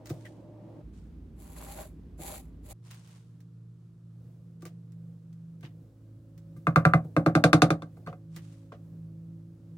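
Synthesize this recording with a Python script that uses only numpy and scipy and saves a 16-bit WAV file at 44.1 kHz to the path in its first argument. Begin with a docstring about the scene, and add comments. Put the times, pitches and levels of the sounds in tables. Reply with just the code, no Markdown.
"""A finger knocks a wall tile home in its gritty adhesive, in two quick runs, in a small bathroom: each knock
sums a contact tick, the damped bending modes of the tile and the delayed boom of the hollow wall.
Before that, masking tape is torn and rubbed down: filtered noise stands for friction, short bursts for cracks.
Behind lie a drone until 0.82 s, a low rumble until 2.728 s, then a quiet room tone with a motor of
wavering harmonics that slows once, a swelling hum and a distant rumble."""
import sys
import numpy as np
from scipy import signal
from scipy.fft import rfft, irfft
from scipy.io import wavfile
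from scipy.ndimage import uniform_filter1d, map_coordinates

SR = 44100
rng = np.random.default_rng(int(sys.argv[2]) if len(sys.argv) > 2 else 0)


def wav_record(signal):
    """Record a signal, one row per channel, as 16-bit PCM in the file named by sys.argv[1]."""
    frames = np.transpose(np.atleast_2d(signal))
    bounded = np.clip(frames, -1, 1)
    # unit amplitude maps onto the largest positive 16-bit level
    quanta = np.round(bounded * 32767).astype(np.int16)
    wavfile.write(sys.argv[1], SR, quanta)


N = 430857

# Every spectrum below, each row: frequency in Hz, relative level in dB per Hz.
# Spectra of the drone, the low rumble, the quiet room and the distant rumble.
DRONE_SPECTRUM = [(30, -48), (53, -7), (80, -14), (108, -7), (138, -5.5), (165, -1), (245, -11.5),
                  (320, -1), (400, -17), (590, -11), (720, -22.5), (860, -21), (1400, -37.5),
                  (14000, -59.5)]
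RUMBLE_SPECTRUM = [(25, -6), (56, -2.5), (85, 0), (115, -8.5), (155, -8), (290, -10), (470, -24),
                   (620, -33), (1500, -42.5), (6500, -56.5), (16000, -62)]
QUIET_SPECTRUM = [(25, -36), (50, -16), (85, -15), (140, -2.5), (220, -16), (330, -25), (520, -31),
                  (800, -40), (1250, -38.5), (2000, -48.5), (4000, -49.5), (9000, -53.5), (16000, -62)]
FAR_SPECTRUM = [(40, -12), (75, 2), (150, -4.5), (290, -4), (380, -16.5), (500, -9.5), (720, -23.5),
                (1000, -32), (3000, -43.5)]
# Level of the distant rumble. Each row: time in seconds, level in dB.
FAR_LEVEL = [(3.8, -93), (4.25, -62.5), (5.4, -66.5), (5.85, -56), (6.2, -63.5), (9.7, -62.5)]
# Steady tones within the drone and the rumble. Each row: frequency in Hz, level in dB.
DRONE_TONES = [(112, -52), (600, -63)]
RUMBLE_TONES = [(55, -50), (165, -59)]
# Harmonics of the motor. Each row: multiple of the speed, relative level in dB when fast, in dB when slow.
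HARMONICS = [(1, -26, -19), (2, -0.5, -0.5), (5, -23, -15.5), (6, -24.5, -13.5), (8, -29, -36),
             (10, -56, -26.5)]
# A second hum that swells and sinks. Each row: time in seconds, frequency in Hz, level in dB.
SWELL = [(2.75, 170, -57.5), (3.97, 168, -55), (4.61, 167.8, -50.5), (5.42, 166.6, -47),
         (5.8, 163.4, -51.5), (5.97, 162.4, -71), (6.5, 162.8, -51), (8.15, 162.7, -54),
         (8.35, 163.2, -44.5), (8.65, 165.1, -55.5), (9.03, 163.6, -43), (9.35, 165.3, -46),
         (9.62, 167.4, -58), (9.75, 162.2, -42.5)]
DRONE_END_S, RUMBLE_END_S = .82, 2.728
DRONE_DB, RUMBLE_DB, QUIET_DB = -50, -48.5, -59
MOTOR_FAST_HZ, MOTOR_SLOW_HZ, MOTOR_DB = 58, 54.8, -51
SLOWDOWN_S, SLOWDOWN_LENGTH_S = 5.55, 0.2

# Scuffs while handling tape and tile. Each row: start in seconds, length in seconds, level in dB.
SCUFFS = [(0.039, 0.049, -62.5), (0.11, 0.16, -66.5), (0.916, 0.06, -70), (2.805, 0.17, -61.5),
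          (2.927, 0.18, -65.5), (3.03, 0.11, -64.5), (4.594, 0.037, -73), (8.252, 0.28, -66)]
# Spectra of the gritty scuffs and of a fingertip dragging over the tape's edge.
GRIT_SPECTRUM = [(410, -15), (700, -6.5), (900, -6.5), (1920, -10.5), (3640, -10.5), (4100, -12),
                 (8880, -13.5), (10500, -19.5), (15000, -30)]
DRAG_SPECTRUM = [(900, -33), (1500, -4.5), (1950, 8.5), (2600, -12), (3100, -6), (4500, -19), (9000, -20),
                 (16000, -26)]
# a scuff swells over this share of its length, then dies away after its end
SCUFF_ATTACK_SHARE, SCUFF_RELEASE_T60_S = 0.39, 0.59
DRAG_START_S, DRAG_PEAK_S, DRAG_END_S, DRAG_DB = 0.245, 0.256, 0.3, -46

# Tape snapping and grit cracking. Each row: time in seconds, level in dB.
CRACKS = [(0.0581, -59), (0.0715, -60), (0.094, -59), (0.0998, -54.5), (2.911, -58), (2.944, -66),
          (3.075, -70), (3.405, -73), (4.622, -65), (4.6535, -56), (4.665, -65), (4.669, -68), (4.921, -76),
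          (5.328, -76.5), (5.609, -73), (6.378, -69.5), (8.363, -55.5)]
CRACK_SPECTRUM = [(500, -11), (1400, -1), (2000, 0), (2900, -6.5), (5500, -4), (9400, -8), (11400, -16),
                  (14700, -7), (16000, -8)]
CRACK_ROOM_T60_S = 0.096

# Fingers landing softly, the tile shifting under them. Each row: time in seconds, wall boom level in dB,
# wall thud level in dB, tile ring level in dB.
PRESSES = [(0.0997, -35.5, -41, -60), (2.189, -51, -48, -73), (4.623, -54, -52.5, -63),
           (4.653, -58, -52, -58.5), (5.63, -42.5, -56, -64), (6.564, -46, -64, -68.5),
           (7.042, -42.5, -51.5, -71), (7.968, -54, -58, -71), (8.063, -47, -60, -54.5),
           (8.363, -49.5, -58.5, -65)]
# Spectra of the boom and the thud of a pressed wall.
PRESS_BOOM_SPECTRUM = [(53, -36.5), (100, -2.5), (155, 6.5), (240, -19.5), (600, -45.5)]
PRESS_THUD_SPECTRUM = [(200, -27.5), (340, 0.5), (410, -15.5), (480, -8), (600, -13.5), (720, -13),
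                       (900, -25), (2600, -70)]

# Finger strokes that rub the tape down. Each row: start in seconds, length in seconds, hiss level in dB,
# low rasp level in dB.
RUBS = [(1.348, 0.41, -58, -60), (1.514, 0.16, -52.5, -50.5), (1.63, 0.099, -48, -49.5),
        (1.713, 0.11, -49.5, -49), (2.168, 0.19, -44.5, -50), (2.617, 0.044, -56, -59),
        (2.652, 0.093, -48.5, -60)]
TAPE_SPECTRUM = [(290, -37), (500, -5), (800, -9.5), (1500, -23), (2200, -13), (3100, -19), (4500, -15.5),
                 (5300, -25.5), (7400, -9), (9100, -21), (10000, -10.5), (11200, -8.5), (12900, -16.5),
                 (13700, -26), (15000, -18)]
# Resonances of the tile under the rubbed tape. Each row: frequency in Hz, width in Hz, relative level in dB.
RASP_MODES = [(390, 70, -4.5), (610, 42, 1.5), (787, 27, 1.5), (967, 81, -7.5), (1270, 510, -19)]
RUB_ATTACK_S, RUB_RELEASE_T60_S = 0.053, 0.23
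# each resonance swells and sinks as the fingers pass over it (dB, times per s)
RASP_SWING_DB, RASP_SWING_RATE = 3.5, 14

# Grit crushed behind the shifting tile. Each row: start in seconds, length in seconds, level in dB.
CRUNCHES = [(2.902, .02, -60), (3.07, .008, -67), (4.654, .016, -62), (5.625, .03, -55), (8.07, .008, -55),
            (8.36, .014, -56.5), (8.718, .006, -59)]
CRUNCH_SPECTRUM = [(500, -13), (1000, 0), (1400, -5.5), (1950, 1.5), (2400, -4.5), (2950, 0), (3400, -6),
                   (6300, -15), (10000, -29), (15000, -38)]
CRUNCH_ATTACK_S, CRUNCH_RELEASE_T60_S = .005, .15

# Finger knocks on the tile. Each row: time in seconds, force in dB, hardness in dB, where 0 is the bare nail
# and lower is more of the fingertip.
KNOCKS = [(6.669, -23, -31), (6.7596, -18.5, -25.5), (6.8517, -17.5, -28.5), (6.936, -18.5, -31.5),
          (7.165, -24.5, -26.5), (7.2618, -23.5, -24.5), (7.3516, -22.5, -18.5), (7.439, -21, -11),
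          (7.5306, -20, -12), (7.6194, -20.5, -10.5), (7.704, -27, -16), (7.821, -46.5, -16),
          (8.0722, -43, -25), (8.128, -52, -26), (8.72, -50, -36)]
# Times in seconds at which the finger moves to a new spot on the tile.
NEW_SPOT_S = [7.1, 7.9]
# What each spot adds to the force. Each row: wall boom in dB, wall body in dB, tile clack in dB,
# wall modes near 300 Hz in dB.
SPOTS = [(-1, -8.5, 0.3, -2.5), (0.25, 1, -1, 3), (-2.5, -1, 2, -18)]
# Modes of the hollow wall, of the tile on its adhesive, and the tile's high, quickly damped modes.
# Each row: frequency in Hz, relative level in dB, 60 dB decay time in seconds.
WALL_MODES = [(88, -16.5, .22), (121.9, -8.5, 0.22), (144.2, -3, 0.13), (163.7, 3, 0.17),
              (225, -13.5, 0.33), (292.6, -4.5, 0.22), (320.2, -1.5, 0.13), (433.7, -6.5, 0.096),
              (480.4, -9.5, 0.15), (537, -9, 0.18), (569, -10, 0.19), (666.4, -10, 0.13), (730, -3, 0.11)]
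TILE_MODES = [(1113, -9.5, 0.07), (1181, 1, 0.067), (1234, -3, 0.091), (1383, -6, 0.09), (1556, -1, 0.074),
              (1626, -14.5, 0.063), (2094, -10.5, 0.09), (2370, -12.5, 0.07), (2550, -15.5, .07)]
GLAZE_MODES = [(2300, 5, .02), (2650, 0, .018), (3590, 2.5, .019), (4400, 3.5, .018), (5550, -4, .018),
               (6280, -1, 0.02), (8200, 1.5, .018), (9400, -2, .018)]
# Spectra of the contact tick, the tile's clatter and the scattered part of the wall's body.
TICK_SPECTRUM = [(1500, -20.5), (2100, -6), (3100, -13.5), (3600, -5.5), (4400, -8.5), (5000, -12),
                 (6200, -14), (7500, -18.5), (9500, -16), (11000, -32.5), (13000, -25), (15000, -16.5)]
CLATTER_SPECTRUM = [(600, -14.5), (900, -10.5), (1150, 9), (1600, -3), (1900, -11), (2500, -15),
                    (3500, -35)]
BODY_SPECTRUM = [(150, -18.5), (230, -10.5), (320, -7), (390, -8.5), (550, -7), (740, -2), (900, -18.5),
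                 (1600, -53)]
# wall modes below this swing up slowly as a boom
BOOM_TOP_HZ = 200
# the tile's first bending mode and its overtone, before the firmness of the blow shifts their pitch
FLEX_HZ, FLEX_RISE_S = 1420, .00058
OVERTONE_HZ, OVERTONE_DB = 2190, -13
# levels against the first bend
RING_DB, CLATTER_DB = -4, -4
# the contact tick follows the hardness fully, the clack by a share of it
TICK_DB, CLACK_SHARE = -1.5, .25
# level of the high modes against the force; each varies in strength from knock to knock
GLAZE_DB, GLAZE_SPREAD_DB = 7, 3.5
# a soft contact loses more of the high modes the higher they lie (Hz, exponent)
SOFT_HZ, SOFT_POWER = 6100, 0.46
# lag between the microphone ports, longer for the high modes
PORT_LAG_S, GLAZE_LAG_S = 0.00013, .00027
TOP_HZ = 16300


def undb(db):
    """Level in decibels is twenty times the logarithm of the gain; this inverts it."""
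    return 10 ** (np.asarray(db) / 20)


def unit(x):
    """Root mean square as the measure of steady strength: scale it to 1."""
    return x / np.sqrt(np.mean(x ** 2))


def unit_hit(x):
    """Energy as the measure of a blow: scale it to that of 50 ms at rms 1."""
    energy = np.sum(x ** 2) / len(x)
    return x / np.sqrt(energy / (SR / 20))


def curves(table):
    """Linear interpolation in time of each column after the first."""
    s, *columns = np.transpose(table)
    return [np.interp(np.arange(N) / SR, s, c) for c in columns]


def between(start, end):
    """Gating: a sound passes between two times, with 10 ms edges."""
    t = np.arange(N) / SR
    return uniform_filter1d(1. * ((t >= start) & (t < end)), size=441)


def walk(rate):
    """Slow random fluctuation: held random steps, smoothed twice, with a spread near 1."""
    k = max(int(SR / rate), 1)
    steps = np.repeat(rng.standard_normal(N // k + 1), k)
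    return 1.3 * uniform_filter1d(uniform_filter1d(steps, k), k)[:N]


def colour(x, spectrum):
    """Minimum-phase filtering: the folded cepstrum makes a causal response with the given outline."""
    size = 4096
    hz, db = np.transpose(sorted(spectrum))
    bins_hz = np.arange(size // 2 + 1) * SR / size
    log_gain = np.log(undb(np.interp(np.log(bins_hz + 1), np.log(hz), db)))
    cepstrum = irfft(log_gain)
    cepstrum[1:size // 2] *= 2
    cepstrum[size // 2 + 1:] = 0
    response = irfft(np.exp(rfft(cepstrum)))
    return signal.fftconvolve(x, response[None], axes=1)[:, :x.shape[1]]


def pair(n, width):
    """Interaural coherence: noise of width 0 is the same left and right, of width 1 unrelated."""
    mid, side = rng.standard_normal((2, n))
    return np.array([mid + width * side, mid - width * side])


def from_left(x, lag):
    """Time difference of arrival: the sound reaches the right port a moment after the left."""
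    i = np.arange(x.shape[1])
    return np.array([x[0], map_coordinates(x[1], [i - lag * SR], order=3)])


def fade(t, t60):
    """Exponential decay of a damped vibration, 60 dB in t60 seconds."""
    return undb(-60 * t / max(t60, .002))


def ring(modes, t, detune, spread_db=0):
    """Modal superposition: damped sines, varied in pitch and, with a spread, in strength at every blow."""
    pitch, strength = rng.standard_normal((2, len(modes)))
    y = 0
    for k, (hz, db, t60) in enumerate(modes):
        gain = (-1) ** k * undb(db + spread_db * strength[k])
        y = y + gain * fade(t, t60) * np.sin(2 * np.pi * hz * (1 + detune * pitch[k]) * t)
    return np.array([y, y])


def burst(t, spectrum, direct_t60, room_db, room_t60, width, wall_hz=16000):
    """Impulse and reverberation: a short crack plus decaying reflections, weakened above wall_hz."""
    direct = pair(len(t), 0) * fade(t, direct_t60)
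    room = pair(len(t), width) * fade(t, room_t60) * undb(room_db)
    dull = signal.sosfilt(signal.butter(4, wall_hz, fs=SR, output="sos"), room)
    return unit_hit(colour(direct + dull, spectrum))


def add(out, s, x):
    """Superposition: mix x into out from time s."""
    i = max(int(s * SR), 0)
    out[:, i:i + x.shape[1]] += x[:, :N - i]


def stroke(start, length, attack, release_t60):
    """Envelope of one hand movement: it gathers speed, holds and decays exponentially."""
    t = np.arange(N) / SR - start
    onset = np.clip(t / max(attack, .002), 0, 1) ** 2
    return onset * fade(np.maximum(t - length, 0), release_t60)


def friction(spectrum, grain_db, slip_db):
    """Stick-slip friction: countless tiny catches of a rough surface, in uneven slips."""
    catches = undb(grain_db * walk(1500) + slip_db * walk(77.0))
    return unit(colour(pair(N, width=0.88) * catches, spectrum))


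def air(spectrum, db):
    """Diffuse-field noise, gently fluttering: coherent in the bass, spread wide in the treble."""
    highpass = signal.butter(1, 900, "high", fs=SR, output="sos")
    treble_side = signal.sosfilt(highpass, rng.standard_normal(N))
    noise = pair(N, width=.08) + .7 * np.array([treble_side, -treble_side])
    return unit(colour(noise, spectrum)) * undb(db + .8 * walk(9))


def tone(hz, db):
    """Frequency and amplitude modulation: a hum line that wavers in pitch and level."""
    phase = 2 * np.pi * np.cumsum(hz * (1 + .004 * walk(12))) / SR
    return np.sqrt(2) * np.sin(phase) * undb(db + 1.5 * walk(11))


def motor():
    """Harmonic series of a rotating machine: it slows once, and the balance of its harmonics shifts."""
    slowed = np.clip((np.arange(N) / SR - SLOWDOWN_S) / SLOWDOWN_LENGTH_S, 0, 1)
    speed = MOTOR_FAST_HZ + slowed * (MOTOR_SLOW_HZ - MOTOR_FAST_HZ)
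    hum = 0
    for k, fast_db, slow_db in HARMONICS:
        waver_db = .35 * k * walk(4)  # higher harmonics come and go more strongly
        hum = hum + tone(k * speed, MOTOR_DB + fast_db + slowed * (slow_db - fast_db) + waver_db)
    return hum


def room_tone():
    """Broadband noise plus hum lines: a fan-like drone, a low rumble, then a quiet room with a motor."""
    drone = air(DRONE_SPECTRUM, DRONE_DB) + sum(tone(hz, db) for hz, db in DRONE_TONES)
    rumble = air(RUMBLE_SPECTRUM, RUMBLE_DB) + sum(tone(hz, db) for hz, db in RUMBLE_TONES)
    far = air(FAR_SPECTRUM, curves(FAR_LEVEL)[0] + 2.5 * walk(6))
    quiet = motor() + tone(*curves(SWELL)) + air(QUIET_SPECTRUM, QUIET_DB) + far
    early = drone * between(0, DRONE_END_S) + rumble * between(DRONE_END_S, RUMBLE_END_S)
    return early + quiet * between(RUMBLE_END_S, N / SR)


def handling():
    """Sliding friction: dry, gritty scuffs of skin, tape and tile, and one short drag of a fingertip."""
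    scuffs = np.zeros(N)
    for start, length, db in SCUFFS:
        sweep = stroke(start, length, SCUFF_ATTACK_SHARE * length, SCUFF_RELEASE_T60_S)
        scuffs = np.maximum(scuffs, sweep * undb(db))
    drag = np.interp(np.arange(N) / SR, [DRAG_START_S, DRAG_PEAK_S, DRAG_END_S], [0, 1, 0]) ** 2
    grit = friction(GRIT_SPECTRUM, grain_db=2.8, slip_db=1.3)
    skin = friction(DRAG_SPECTRUM, grain_db=2.2, slip_db=1.5)
    return grit * scuffs + skin * drag * undb(DRAG_DB)


def cracks():
    """Sudden fracture: tiny sharp impulses, each followed by reflections from the hard walls."""
    out, t = np.zeros((2, N)), np.arange(SR // 4) / SR
    for s, db in CRACKS:
        crack = burst(t, CRACK_SPECTRUM, direct_t60=0.009, room_db=-8, room_t60=CRACK_ROOM_T60_S, width=0.97)
        add(out, s, crack * undb(db))
    return out


def presses():
    """Slow excitation of a panel: the tile rings faintly, the wall thuds, then booms."""
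    out, t = np.zeros((2, N)), np.arange(SR // 2) / SR
    for s, boom_db, thud_db, tile_db in PRESSES:
        boom = burst(t, PRESS_BOOM_SPECTRUM, direct_t60=0.05, room_db=-19.5, room_t60=0.29, width=0.13)
        boom = unit_hit(boom * (1 - np.exp(-t / 0.022)))
        thud = burst(t, PRESS_THUD_SPECTRUM, direct_t60=0.047, room_db=-16, room_t60=0.27, width=0.2)
        thud = unit_hit(thud * (1 - np.exp(-t / 0.01)))
        high = ring(GLAZE_MODES, t, detune=.01, spread_db=3)
        tile = ring(TILE_MODES, t, detune=.01, spread_db=3) + high * undb(-10)
        tile = unit_hit(tile * (1 - np.exp(-t / 0.00075)))
        add(out, s + 0.0018, boom * undb(boom_db) + thud * undb(thud_db))
        add(out, s, from_left(tile, PORT_LAG_S) * undb(tile_db))
    return out


def rubbing():
    """Friction exciting resonance: crepe tape hisses, and a rasp wakes the tile's resonances by turns."""
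    hiss_gain = rasp_gain = 0
    for start, length, hiss_db, rasp_db in RUBS:
        sweep = stroke(start, length, RUB_ATTACK_S, RUB_RELEASE_T60_S)
        hiss_gain = np.maximum(hiss_gain, sweep * undb(hiss_db))
        rasp_gain = np.maximum(rasp_gain, sweep * undb(rasp_db))
    hiss = friction(TAPE_SPECTRUM, grain_db=3, slip_db=1.3)
    slips = pair(N, width=.6) * undb(3 * walk(400))
    rasp = 0
    for hz, width, db in RASP_MODES:
        resonance = unit(signal.lfilter(*signal.iirpeak(hz, hz / width, fs=SR), slips))
        rasp = rasp + resonance * undb(db + RASP_SWING_DB * walk(RASP_SWING_RATE))
    pressure = undb(.9 * walk(35))
    return (hiss * hiss_gain + unit(rasp) * rasp_gain) * pressure * between(0, RUMBLE_END_S)


def crunches():
    """Granular crushing: sand in the adhesive gives way in a short, coarse spray of grains."""
    push = 0
    for start, length, db in CRUNCHES:
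        push = push + stroke(start, length, CRUNCH_ATTACK_S, CRUNCH_RELEASE_T60_S) * undb(db)
    return friction(CRUNCH_SPECTRUM, grain_db=3.4, slip_db=1) * push


def flex(t, hz, rise):
    """Heavily damped bending: the tile swings a few cycles before the adhesive stops it."""
    y = np.sin(2 * np.pi * hz * t) * t ** 2 * np.exp(-t / rise)
    return unit_hit(np.array([y, y]))


def wall(shift_db):
    """Modal coupling: how widely the wall modes near 300 Hz swing depends on the spot that is struck."""
    return [(hz, db + shift_db * (abs(hz - 300) < 40), t60) for hz, db, t60 in WALL_MODES]


def glaze(t, hard_db):
    """Contact stiffness: a nail wakes all the tile's high modes, a fingertip mainly the lower ones."""
    modes = [(hz, db + hard_db * (hz / SOFT_HZ) ** SOFT_POWER, t60) for hz, db, t60 in GLAZE_MODES]
    return ring(modes, t, detune=.014, spread_db=GLAZE_SPREAD_DB) * (1 - np.exp(-(t / .0008) ** 2))


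def wall_boom(t, modes):
    """Gradual build-up of the low wall modes, which swing up after the blow."""
    low = [m for m in modes if m[0] < BOOM_TOP_HZ]
    return unit_hit(ring(low, t, detune=0.0068) * (1 - np.exp(-(t / 0.013) ** 2)))


def wall_body(t, modes):
    """Panel resonance: separate upper wall modes, plus a dense scattered part heard as noise."""
    upper = [m for m in modes if m[0] >= BOOM_TOP_HZ]
    panel = unit_hit(ring(upper, t, detune=.007, spread_db=2.5))
    dense = burst(t, BODY_SPECTRUM, direct_t60=0.027, room_db=-6.5, room_t60=0.18, width=0.31)
    return unit_hit((panel + dense * undb(-5.0)) * (1 - np.exp(-t / 0.0017)))


def tile_clack(t, clack_db):
    """Contact time sets pitch: a softer knock stays in contact longer, so its bend sounds lower."""
    firmness = undb((clack_db + 22) / 15)
    bend = flex(t, FLEX_HZ * firmness, FLEX_RISE_S)
    bend = bend + flex(t, OVERTONE_HZ * firmness, FLEX_RISE_S / 2) * undb(OVERTONE_DB)
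    tile = unit_hit(ring(TILE_MODES, t, detune=.009, spread_db=3.5) * (1 - np.exp(-t / .0022)))
    clatter = burst(t, CLATTER_SPECTRUM, direct_t60=0.013, room_db=-11.0, room_t60=0.16, width=0.63)
    return bend + tile * undb(RING_DB) + clatter * undb(CLATTER_DB)


def knocks():
    """Impact on coupled plates: the fingertip ticks, the tile clacks, and the wall behind swings up later."""
    out, t = np.zeros((2, N)), np.arange(SR // 2) / SR
    # knocks on one spot reach the microphone by the same reflections
    ticks = [burst(t, TICK_SPECTRUM, direct_t60=0.003, room_db=-10.5, room_t60=0.1, width=1.0, wall_hz=10300)
             for _ in SPOTS]
    for s, force_db, hard_db in KNOCKS:
        spot = np.searchsorted(NEW_SPOT_S, s)
        *gains_db, shift_db = SPOTS[spot]
        boom_db, body_db, clack_db = force_db + np.array(gains_db)
        clack_db = clack_db + CLACK_SHARE * hard_db
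        tick_db = force_db + TICK_DB + hard_db
        modes = wall(shift_db)
        boom = wall_boom(t, modes) * undb(boom_db + np.array([[-.5], [.5]]))  # leans right
        body = wall_body(t, modes) * undb(body_db)
        clack = tile_clack(t, clack_db) * undb(clack_db)
        tick = ticks[spot] * undb(tick_db)
        add(out, s, from_left(glaze(t, hard_db), GLAZE_LAG_S) * undb(force_db + GLAZE_DB))
        add(out, s, from_left(boom, PORT_LAG_S))
        add(out, s, from_left(body, lag=0.0001))
        add(out, s, from_left(clack + tick, PORT_LAG_S))
    return out


def scene():
    """Superposition of handwork on the wall and the room tone, which leans slightly right."""
    lean_db = .5
    background = room_tone() * undb([[-lean_db], [lean_db]])
    return background + handling() + cracks() + presses() + rubbing() + crunches() + knocks()


def record(dry):
    """Band limiting: the recorder drops the deepest bass and cuts the top."""
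    lean = signal.sosfilt(signal.butter(4, 42, "high", fs=SR, output="sos"), dry)
    return signal.sosfilt(signal.ellip(8, .2, 70, TOP_HZ, fs=SR, output="sos"), lean)


dry = scene()
out = record(dry)
wav_record(out)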